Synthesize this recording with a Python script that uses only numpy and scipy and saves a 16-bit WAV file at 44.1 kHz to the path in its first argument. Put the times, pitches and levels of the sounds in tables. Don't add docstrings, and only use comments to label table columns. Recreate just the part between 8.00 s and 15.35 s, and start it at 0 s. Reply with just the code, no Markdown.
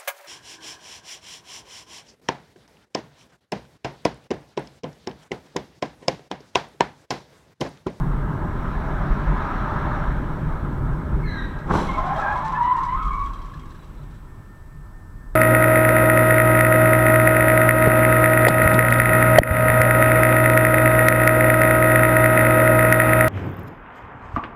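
import sys
import numpy as np
from scipy import signal
from scipy.fft import rfft, irfft, next_fast_len
from scipy.io import wavfile
from scipy.ndimage import uniform_filter1d, map_coordinates

SR = 44100
rng = np.random.default_rng(int(sys.argv[2]) if len(sys.argv) > 2 else 0)


def to_wav(s):
    ch = np.atleast_2d(s).T
    pcm = np.round(np.clip(ch, -1, 1) * 32767)
    wavfile.write(sys.argv[1], SR, pcm.astype(np.int16))


def linear_from_db(decibels):
    return 10 ** (np.asarray(decibels, float) / 20)


N = 324261

# start_s, pitch_hz, level_db
LOCKED_TYRES = [
    [(3.22, 2170, -52), (3.26, 2070, -41), (3.31, 2000, -39), (3.37, 1960, -39.5), (3.42, 1870, -39),
     (3.5, 1880, -46), (3.68, 1920, -51)],
    [(3.245, 1780, -43), (3.3, 1700, -38), (3.36, 1620, -37), (3.44, 1620, -37.5), (3.52, 1590, -45),
     (3.68, 1630, -48)],
    [(5.0, 1068, -35), (5.13, 1100, -29), (5.24, 1125, -31), (5.32, 1100, -38), (5.6, 1114, -51),
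     (5.95, 1101, -62)],
]
# second_partial_db, pitch_scatter_share
LOCKED_TONES = [(-9, .048), (-30, .034), (-30, .06)]
# start_s, length_s, first_hz, last_hz, level_db
SHRILL_CHIRPS = [(3.875, .06, 1100, 1035, -36), (3.925, .05, 1120, 1080, -41), (3.96, .07, 625, 680, -36),
                 (4.15, .07, 640, 670, -31), (4.18, .095, 860, 805, -30), (4.235, .125, 790, 840, -28),
                 (4.53, .065, 845, 890, -33)]
HARSH_CHIRPS = [(4.09, .06, 790, 820, -27), (4.4, .13, 860, 900, -31), (4.02, .12, 690, 810, -30),
                (4.29, .06, 840, 860, -31), (4.355, .04, 1060, 1100, -30), (4.59, .15, 925, 1025, -21),
                (4.73, .085, 945, 915, -26), (4.86, .11, 950, 1050, -28)]
PURE_CHIRPS = [(3.585, .05, 607, 594, -42), (3.885, .03, 1050, 1040, -26), (3.96, .08, 1040, 1020, -27),
               (4.025, .105, 1035, 1050, -25), (4.345, .055, 1000, 1020, -23), (4.48, .1, 1055, 980, -25),
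               (4.57, .2, 955, 1010, -19), (4.74, .08, 1070, 1050, -26), (4.845, .065, 945, 995, -23.5),
               (4.915, .055, 1020, 1060, -23), (4.95, .1, 1240, 1310, -31), (5.03, .09, 1290, 1170, -31),
               (5.1, .06, 1070, 1060, -27), (5.16, .1, 1110, 1140, -28)]
# start_s, length_s, first_hz, last_hz, level_db
THIN_CHIRPS = [(4.79, .09, 1065, 1105, -38), (4.95, .14, 1100, 1095, -39), (5.06, .18, 1105, 1135, -34)]
# pitch_hz, gain_db
WINDSCREEN = [(500, 2), (1000, 0.5), (1400, 3), (1700, 1), (2000, -5.5), (2230, 5.5), (2420, -5.5),
              (3220, 1.5), (3600, -5), (4000, 5), (4450, -5.5), (6000, -3)]
# pitch_hz, level_db_per_hz
SCRUB_LOW = [(420, -42.5), (560, -11), (680, -9.5), (820, 2), (950, -11.5), (1200, -57.5)]
SCRUB_HIGH = [(500, -47.5), (850, -23), (990, -2), (1050, 3.5), (1180, -7.5), (1320, -11), (1580, -21),
              (2190, -29.5), (2400, -47.5), (3120, -73.5), (5280, -120)]
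# start_s, peak_db
BLOWS = [
    (3.698, -16),
    (3.707, -8),
    (3.711, -6),
    (3.737, -7),
    (3.751, -5),
    (3.778, -11),
    (3.784, -19),
    (3.799, -12),
    (3.822, -15),
]
# pitch_hz, level_db_per_hz
PANEL = [(35, -31), (60, 10), (86, -3), (182, 6.5), (209, -0.5), (295, -3), (409, -2), (449, -19),
         (501, -7), (695, -13), (788, -6), (1060, -5.5), (2500, -33.5), (3250, -62), (5500, -120)]
# pitch_hz, level_db_per_hz
SHATTER = [(1290, -35), (2200, -4), (2390, -10), (3280, -2), (3710, -6), (4030, -3.5), (4630, -14.5),
           (5960, -9), (6740, -20), (7320, -12.5), (8900, -24), (10100, -21.5), (15500, -40)]
# start_s, peak_db, hollow_knock_db
LANDINGS = [(2.929, -57, 6), (3.5874, -52, 18), (3.9788, -45.5, 14), (4.0596, -47.5, 17), (4.1592, -47, 9),
            (4.1797, -46, 13), (4.1953, -44.5, 12), (4.212, -47, 8), (4.3202, -49, 8), (4.3574, -46.5, 14),
            (4.375, -48, 10), (4.4448, -44, -1), (4.4587, -46, 12), (4.475, -48, 12), (4.5194, -47, 14),
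            (4.627, -50, 12), (4.764, -47, 10), (4.781, -51, 5), (4.8302, -45, 6), (4.85, -49, 4),
            (4.935, -53, 4), (5.025, -50, 4), (5.0477, -49, 10), (5.074, -50, 4), (5.1303, -52, 2),
            (5.1914, -51, 4), (5.238, -51, -13), (5.257, -51, 0), (5.333, -49.5, -9), (5.4164, -51.5, -2),
            (5.454, -55.5, -2), (5.5354, -51, 23), (5.5928, -52, -7), (5.655, -58, 22), (5.7012, -53.5, 1),
            (5.715, -60, 26), (5.7474, -58.5, 24), (5.8315, -57, 1), (6.0314, -60, -2)]
# start_s, peak_db, pitch_hz
RINGING_PARTS = [(3.979, -47, 3240), (4.159, -33, 3210), (4.18, -38, 3800), (4.32, -42, 3210),
                 (4.357, -41, 3320), (4.61, -44, 3800), (4.98, -45, 3200), (5.027, -40, 3250),
                 (5.081, -42, 3210), (5.195, -45, 3750), (5.257, -41, 3250), (5.336, -40, 3220),
                 (5.355, -48, 3950), (5.385, -48, 3900), (5.416, -47, 3150), (5.497, -48, 3216),
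                 (5.54, -47, 4100), (5.593, -44, 3220), (5.625, -51, 3110), (5.793, -48, 3930),
                 (5.82, -53, 3400), (5.825, -50, 3900), (5.975, -53, 3950), (6.015, -53, 3970),
                 (6.169, -57, 3940)]
# pitch_hz, level_db_per_hz
GRIT = [(1410, -35), (2400, -6), (3210, -6), (3950, -5), (4550, -12), (6000, -10), (6680, -18),
        (7390, -12.5), (12000, -37), (15600, -63), (22000, -120)]
# start_s, tyre_roar_db
PASSING_CAR = [(0, -41), (.72, -34), (1.0, -32), (1.2, -32), (1.41, -29.5), (2.0, -31), (2.2, -36),
               (2.52, -37.5), (3.1, -45)]
# start_s, speed_db
SPEED = [(0, 19), (1.2, 18), (1.76, 19.5), (2.3, 18.5), (3.17, 19), (3.64, 13), (3.97, 15), (4.4, 10),
         (5.1, 8), (5.57, 3.5), (6.0, 3), (6.37, 0), (7.35, 0)]
# pitch_hz, level_db_per_hz
TREAD = [(300, -33), (400, -4), (474, -14.5), (601, 4.5), (695, -2.5), (829, 3), (1020, 5.5), (1130, 1),
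         (1290, 5.5), (1450, -1.5), (1650, -0.5), (1850, -9), (2230, -16.5), (2420, -59.5)]
# pitch_hz, level_db_per_hz
SIZZLE = [(1290, -19.5), (2200, -0.5), (2410, -5), (2840, -7.5), (2980, -9), (3240, -8.5), (3970, -10.5),
          (4460, -19), (5040, -23), (5660, -18.5), (6570, -27.5), (7000, -26.5), (9100, -59), (15400, -120)]
# pitch_hz, level_db_per_hz
RUMBLE = [(9, -39), (15, 0.5), (43, 7.5), (58, -2.5), (72, -18.5), (110, -67)]
# pitch_hz, level_db_per_hz
BOOM = [(45, -36.5), (68, 1.5), (105, -2.5), (140, -1), (190, -4), (319, -9), (418, -12.5), (466, -21),
        (500, -16), (650, -39), (1100, -120)]
# pitch_hz, level_db_per_hz
DRONE = [(90, -56), (118, -9), (143, 6), (172, -4.5), (230, -78.5)]
# pitch_hz, level_db_per_hz
IDLE = [(40, -40), (60, -2), (100, 3.5), (125, -8.5), (170, -47.5)]
# centre_s, lift_db
ROUGH_PATCHES = [(0.02, 13), (.16, 8), (.3, 9), (1.14, 9), (1.3, 10), (1.86, 8), (2.15, 5), (2.45, 9),
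                 (2.87, 14), (3.17, 7), (3.6, 7), (4.13, 10), (4.49, 9), (5.0, 7), (5.57, 9), (6.02, 11),
                 (6.78, 10), (7.14, 7)]
# full_from_s, level_db, hold_s, rise_db_per_s, fall_db_per_s
LURCHES = [
    (0.0, -23, .01, 40, 40),
    (5.08, -27, .18, 60, 50),
    (7.14, -36.5, .3, 35, 30),
]
# start_s, peak_db, pitch_hz, fade_60db_s
ROAD_JOINTS = [
    (1.101, -3.5, 38, 0.086),
    (1.271, -9, 41.5, 0.26),
    (2.859, -15, 34.8, 0.11),
    (3.129, -12, 54.4, 0.23),
    (4.96, -12.5, 40.8, 0.12),
]
# start_s, level_db
BRAKE_PRESSURE = [
    (5.85, -64),
    (6.05, -65),
    (6.3, -62),
    (6.55, -59.5),
    (7.35, -59),
]
# pitch_hz, level_db_per_hz
HISS = [(1290, -41.5), (2200, -18), (5280, -10), (5960, -11), (6470, -16.5), (7500, -9), (7870, -7),
        (8550, -12), (14100, -15), (15000, -15), (15500, -19), (15800, -60)]
# pitch_hz, level_db
WHINE = [
    (7843, -95),
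    (7903, -80.5),
    (7962, -83),
    (8021, -104),
]


def unit(x):
    return x / np.sqrt(np.mean(x ** 2) + 1e-20)


def curves(rows, span=slice(None)):
    s, *columns = np.transpose(rows)
    return [np.interp(np.arange(N)[span] / SR, s, column) for column in columns]


def wobble(rate, size=N):
    knots = rng.standard_normal(int(size * rate / SR) + 4)
    return map_coordinates(knots, [np.arange(size) * rate / SR])


def swell(s, db, hold, rise, fall):
    t = np.arange(N) / SR
    return db - rise * np.clip(s - t, 0, None) - fall * np.clip(t - s - hold, 0, None)


def coloured(x, spectrum):
    m = next_fast_len(N + 8192)
    hz, level = np.transpose(spectrum)
    gain = linear_from_db(np.interp(np.log(np.fft.rfftfreq(m, 1 / SR) + 1), np.log(hz + 1), level))
    return unit(irfft(rfft(x, m) * gain, m)[:N])


def steady(spectrum):
    return coloured(rng.standard_normal(N), spectrum)


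def rush(spectrum, patchy_db):
    z = signal.stft(rng.standard_normal(N), nperseg=512)[2]
    field = uniform_filter1d(rng.standard_normal(z.shape), 5, 0)
    field = unit(uniform_filter1d(field, 10, 1))
    noise = signal.istft(z * linear_from_db(patchy_db * field), nperseg=512)[1][:N]
    return coloured(noise, spectrum)


def power_sum(*gains):
    return np.sqrt(sum(g ** 2 for g in gains))


def with_speed(crawl_db, per_db):
    return linear_from_db(crawl_db + per_db * curves(SPEED)[0])


def street(x, t60):
    t = np.arange(SR // 3) / SR
    tail = rng.standard_normal(len(t)) * linear_from_db(-60 * t / t60) * (t > .012)
    return signal.fftconvolve(x, tail / np.linalg.norm(tail))[:N]


def chirp(s, length, first_hz, last_hz, db):
    shape = [(0, 10), (.3, 0), (.75, 0), (1, 10)]
    return [(s + u * length, first_hz + u * (last_hz - first_hz), db - drop_db) for u, drop_db in shape]


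def sliding_tyre(rows, second_db, scatter):
    start_s, end_s = rows[0][0], rows[-1][0]
    span = slice(round(start_s * SR), round(end_s * SR))
    hz, first_db = curves(rows, span)
    size = len(hz)
    over_db = first_db + second_db + 1.2 * (first_db - first_db.max()) + 1.5 * wobble(30, size)
    total = np.zeros(size)
    for patch in (-1, 0, 1):
        drift = scatter * (patch * np.abs(wobble(14, size)) + .55 * wobble(200, size))
        turn = 2 * np.pi * np.cumsum(hz * (1 + drift)) / SR
        flutter = unit(linear_from_db(1.9 * wobble(60, size))) * linear_from_db(-5.5 * abs(patch) - 1.9)
        tone = linear_from_db(first_db) * np.sin(turn) + linear_from_db(over_db + 0.5) * np.sin(2 * turn)
        tone += linear_from_db(over_db - 16) * np.sin(3 * turn) + linear_from_db(over_db - 29.5) * np.sin(4 * turn)
        total += flutter * tone
    t = np.arange(span.start, span.stop) / SR
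    fade = np.clip(np.minimum(t - start_s, end_s - t) / 0.012, 0, 1)
    return span, np.sqrt(2) * fade * total


def squeal():
    slides = list(zip(LOCKED_TYRES, LOCKED_TONES))
    kinds = [(SHRILL_CHIRPS, (0, .018)), (HARSH_CHIRPS, (-12, .028)),
             (PURE_CHIRPS, (-26, .026)), (THIN_CHIRPS, (-16, .012))]
    for table, tone in kinds:
        slides += [(chirp(*row), tone) for row in table]
    out = np.zeros(N)
    for rows, (second_db, scatter) in slides:
        span, tone = sliding_tyre(rows, second_db, scatter)
        out[span] += tone
    return np.std(out) * coloured(out + linear_from_db(-7) * street(out, t60=0.42), WINDSCREEN)


def scrub():
    low_db = swell(4.13, -29.5, .05, 50, 36) + 1.3 * wobble(25)
    high_db = swell(4.62, -30.5, .36, 10, 36) + 0.52 * wobble(25)
    noise = linear_from_db(low_db) * rush(SCRUB_LOW, patchy_db=-0.5)
    noise += linear_from_db(high_db) * rush(SCRUB_HIGH, patchy_db=2.0)
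    return np.clip((np.arange(N) / SR - 3.705) / .15, 0, 1) * noise


def crash():
    force = 0.65 * rng.standard_normal(N)
    t = np.arange(SR // 20) / SR
    for s, db in BLOWS:
        blow = linear_from_db(db + 14 - 60 * t / .04) * (1 - np.exp(-t / .002))
        force[round(s * SR):][:len(t)] += blow * rng.standard_normal(len(t))
    force = force / np.sqrt(uniform_filter1d(force ** 2, 2600) + 1e-9)
    hz, level = np.transpose(PANEL)
    thud = coloured(force, np.transpose([hz, level - 30 * (hz > 470)]))
    fold = coloured(force, np.transpose([hz, level - 30 * (hz < 430)]))
    shards = coloured(rng.standard_normal(N) * linear_from_db(1.5 * wobble(250)), SHATTER)
    out = linear_from_db(swell(3.705, -19.5, .06, 450, 90)) * thud
    out += linear_from_db(swell(3.708, -22.5, .06, 500, 105)) * fold
    return out + linear_from_db(swell(3.742, -40, .05, 320, 90)) * shards


def debris():
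    scrape, ring = np.zeros(N), np.zeros(N)
    t = np.arange(SR // 8) / SR
    size = len(t)
    rise = 1 - np.exp(-t / .002)
    chips = [(3.95 + u * 2.25, -52 - 8 * u - 8 * smallness, 0)
             for u, smallness in rng.uniform(size=(110, 2))]
    for s, db, knock_db in LANDINGS + chips:
        grit = unit(linear_from_db(2 * wobble(300, size)) * rng.standard_normal(size))
        knock = np.sin(2 * np.pi * 1670 * t + 1.3 * wobble(150, size))
        scrape[round(s * SR):][:size] += rise * linear_from_db(db - 60 * t / 0.085) * grit
        ring[round(s * SR):][:size] += rise * linear_from_db(db + knock_db - 7.5 - 60 * t / .05) * knock
    for s, db, hz in RINGING_PARTS:
        turn = 2 * np.pi * hz * t + 1.1 * wobble(110, size)
        ring[round(s * SR):][:size] += rise * linear_from_db(db - 6 - 60 * t / .085) * np.sin(turn)
    hits = linear_from_db(-.6) * np.std(scrape) * coloured(scrape, GRIT) + ring
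    return hits + linear_from_db(-8.5) * street(hits, t60=0.15)


def tyre_roar():
    near_db = curves(PASSING_CAR + [(4.6, -85)])[0]
    drag = linear_from_db(swell(4.2, -31, .12, 22, 40))
    roar = power_sum(with_speed(-55.3, .82), linear_from_db(near_db), drag)
    passing_sizzle = linear_from_db(-48.5 + 1.05 * (near_db - near_db.max()))
    crash_dust = linear_from_db(swell(3.8, -48.5, .45, 200, 9.5))
    brake_dust = linear_from_db(swell(3.4, -54, .06, 35, 30))
    sizzle = power_sum(with_speed(-77, .78), passing_sizzle, crash_dust, brake_dust)
    out = roar * linear_from_db(.4 * wobble(9)) * rush(TREAD, patchy_db=1.5)
    return out + sizzle * linear_from_db(.4 * wobble(9)) * rush(SIZZLE, patchy_db=1.5)


def cabin():
    t = np.arange(N) / SR
    rough_db = sum(db * np.exp(-((t - s) / .07) ** 2) for s, db in ROUGH_PATCHES)
    lurches = [linear_from_db(swell(*row)) for row in LURCHES]
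    rumble = power_sum(with_speed(-43, .88) * linear_from_db(1.5 * wobble(6)), *lurches)
    out = rumble * steady(RUMBLE)
    out += with_speed(-48, 1.01) * linear_from_db(0.4 * wobble(8.6)) * steady(BOOM)
    out += with_speed(-53, .88) * linear_from_db(rough_db) * steady(DRONE)
    return out + linear_from_db(-46) * steady(IDLE)


def road_joints():
    out = np.zeros(N)
    t = np.arange(SR // 4) / SR
    for s, db, hz, t60 in ROAD_JOINTS:
        strength = linear_from_db(db + 3.5 - 60 * t / t60) * (1 - np.exp(-t / 0.012))
        out[round(s * SR):][:len(t)] += strength * np.sin(2 * np.pi * hz * t)
    return out


def brake():
    t, period_s = np.arange(N) / SR, .2238
    since = (t - 6.04) % period_s
    lift = np.exp(-(since / .075) ** 1.5) * (1 - np.exp(-since / .004))
    turn = 2 * np.pi * np.cumsum(1779 + 36 * lift + 1.5 * wobble(12)) / SR
    sag_db = 5 * np.exp((since - period_s) / .02)
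    level_db = curves(BRAKE_PRESSURE)[0] + 5 * lift - sag_db + 1.3 * wobble(25)
    fade_in = np.clip((t - BRAKE_PRESSURE[0][0]) / 0.09, 0, 1)
    return fade_in * linear_from_db(level_db) * np.sin(turn)


def scene():
    outside = squeal() + scrub() + crash() + debris()
    return (outside + tyre_roar() + cabin() + road_joints() + brake())[None]


def top_cut(x):
    return signal.sosfilt(signal.butter(12, 15670, fs=SR, output="sos"), x)


def record(dry):
    t = np.arange(N) / SR
    whine = sum(np.sqrt(2) * linear_from_db(db) * np.sin(2 * np.pi * hz * t) for hz, db in WHINE)
    hiss = linear_from_db(-72.5) * steady(HISS)
    rounded = dry / (1 + np.abs(dry / .65) ** 4) ** (1 / 4)
    return top_cut(rounded + hiss + whine)


dry = scene()
out = record(dry)
to_wav(out)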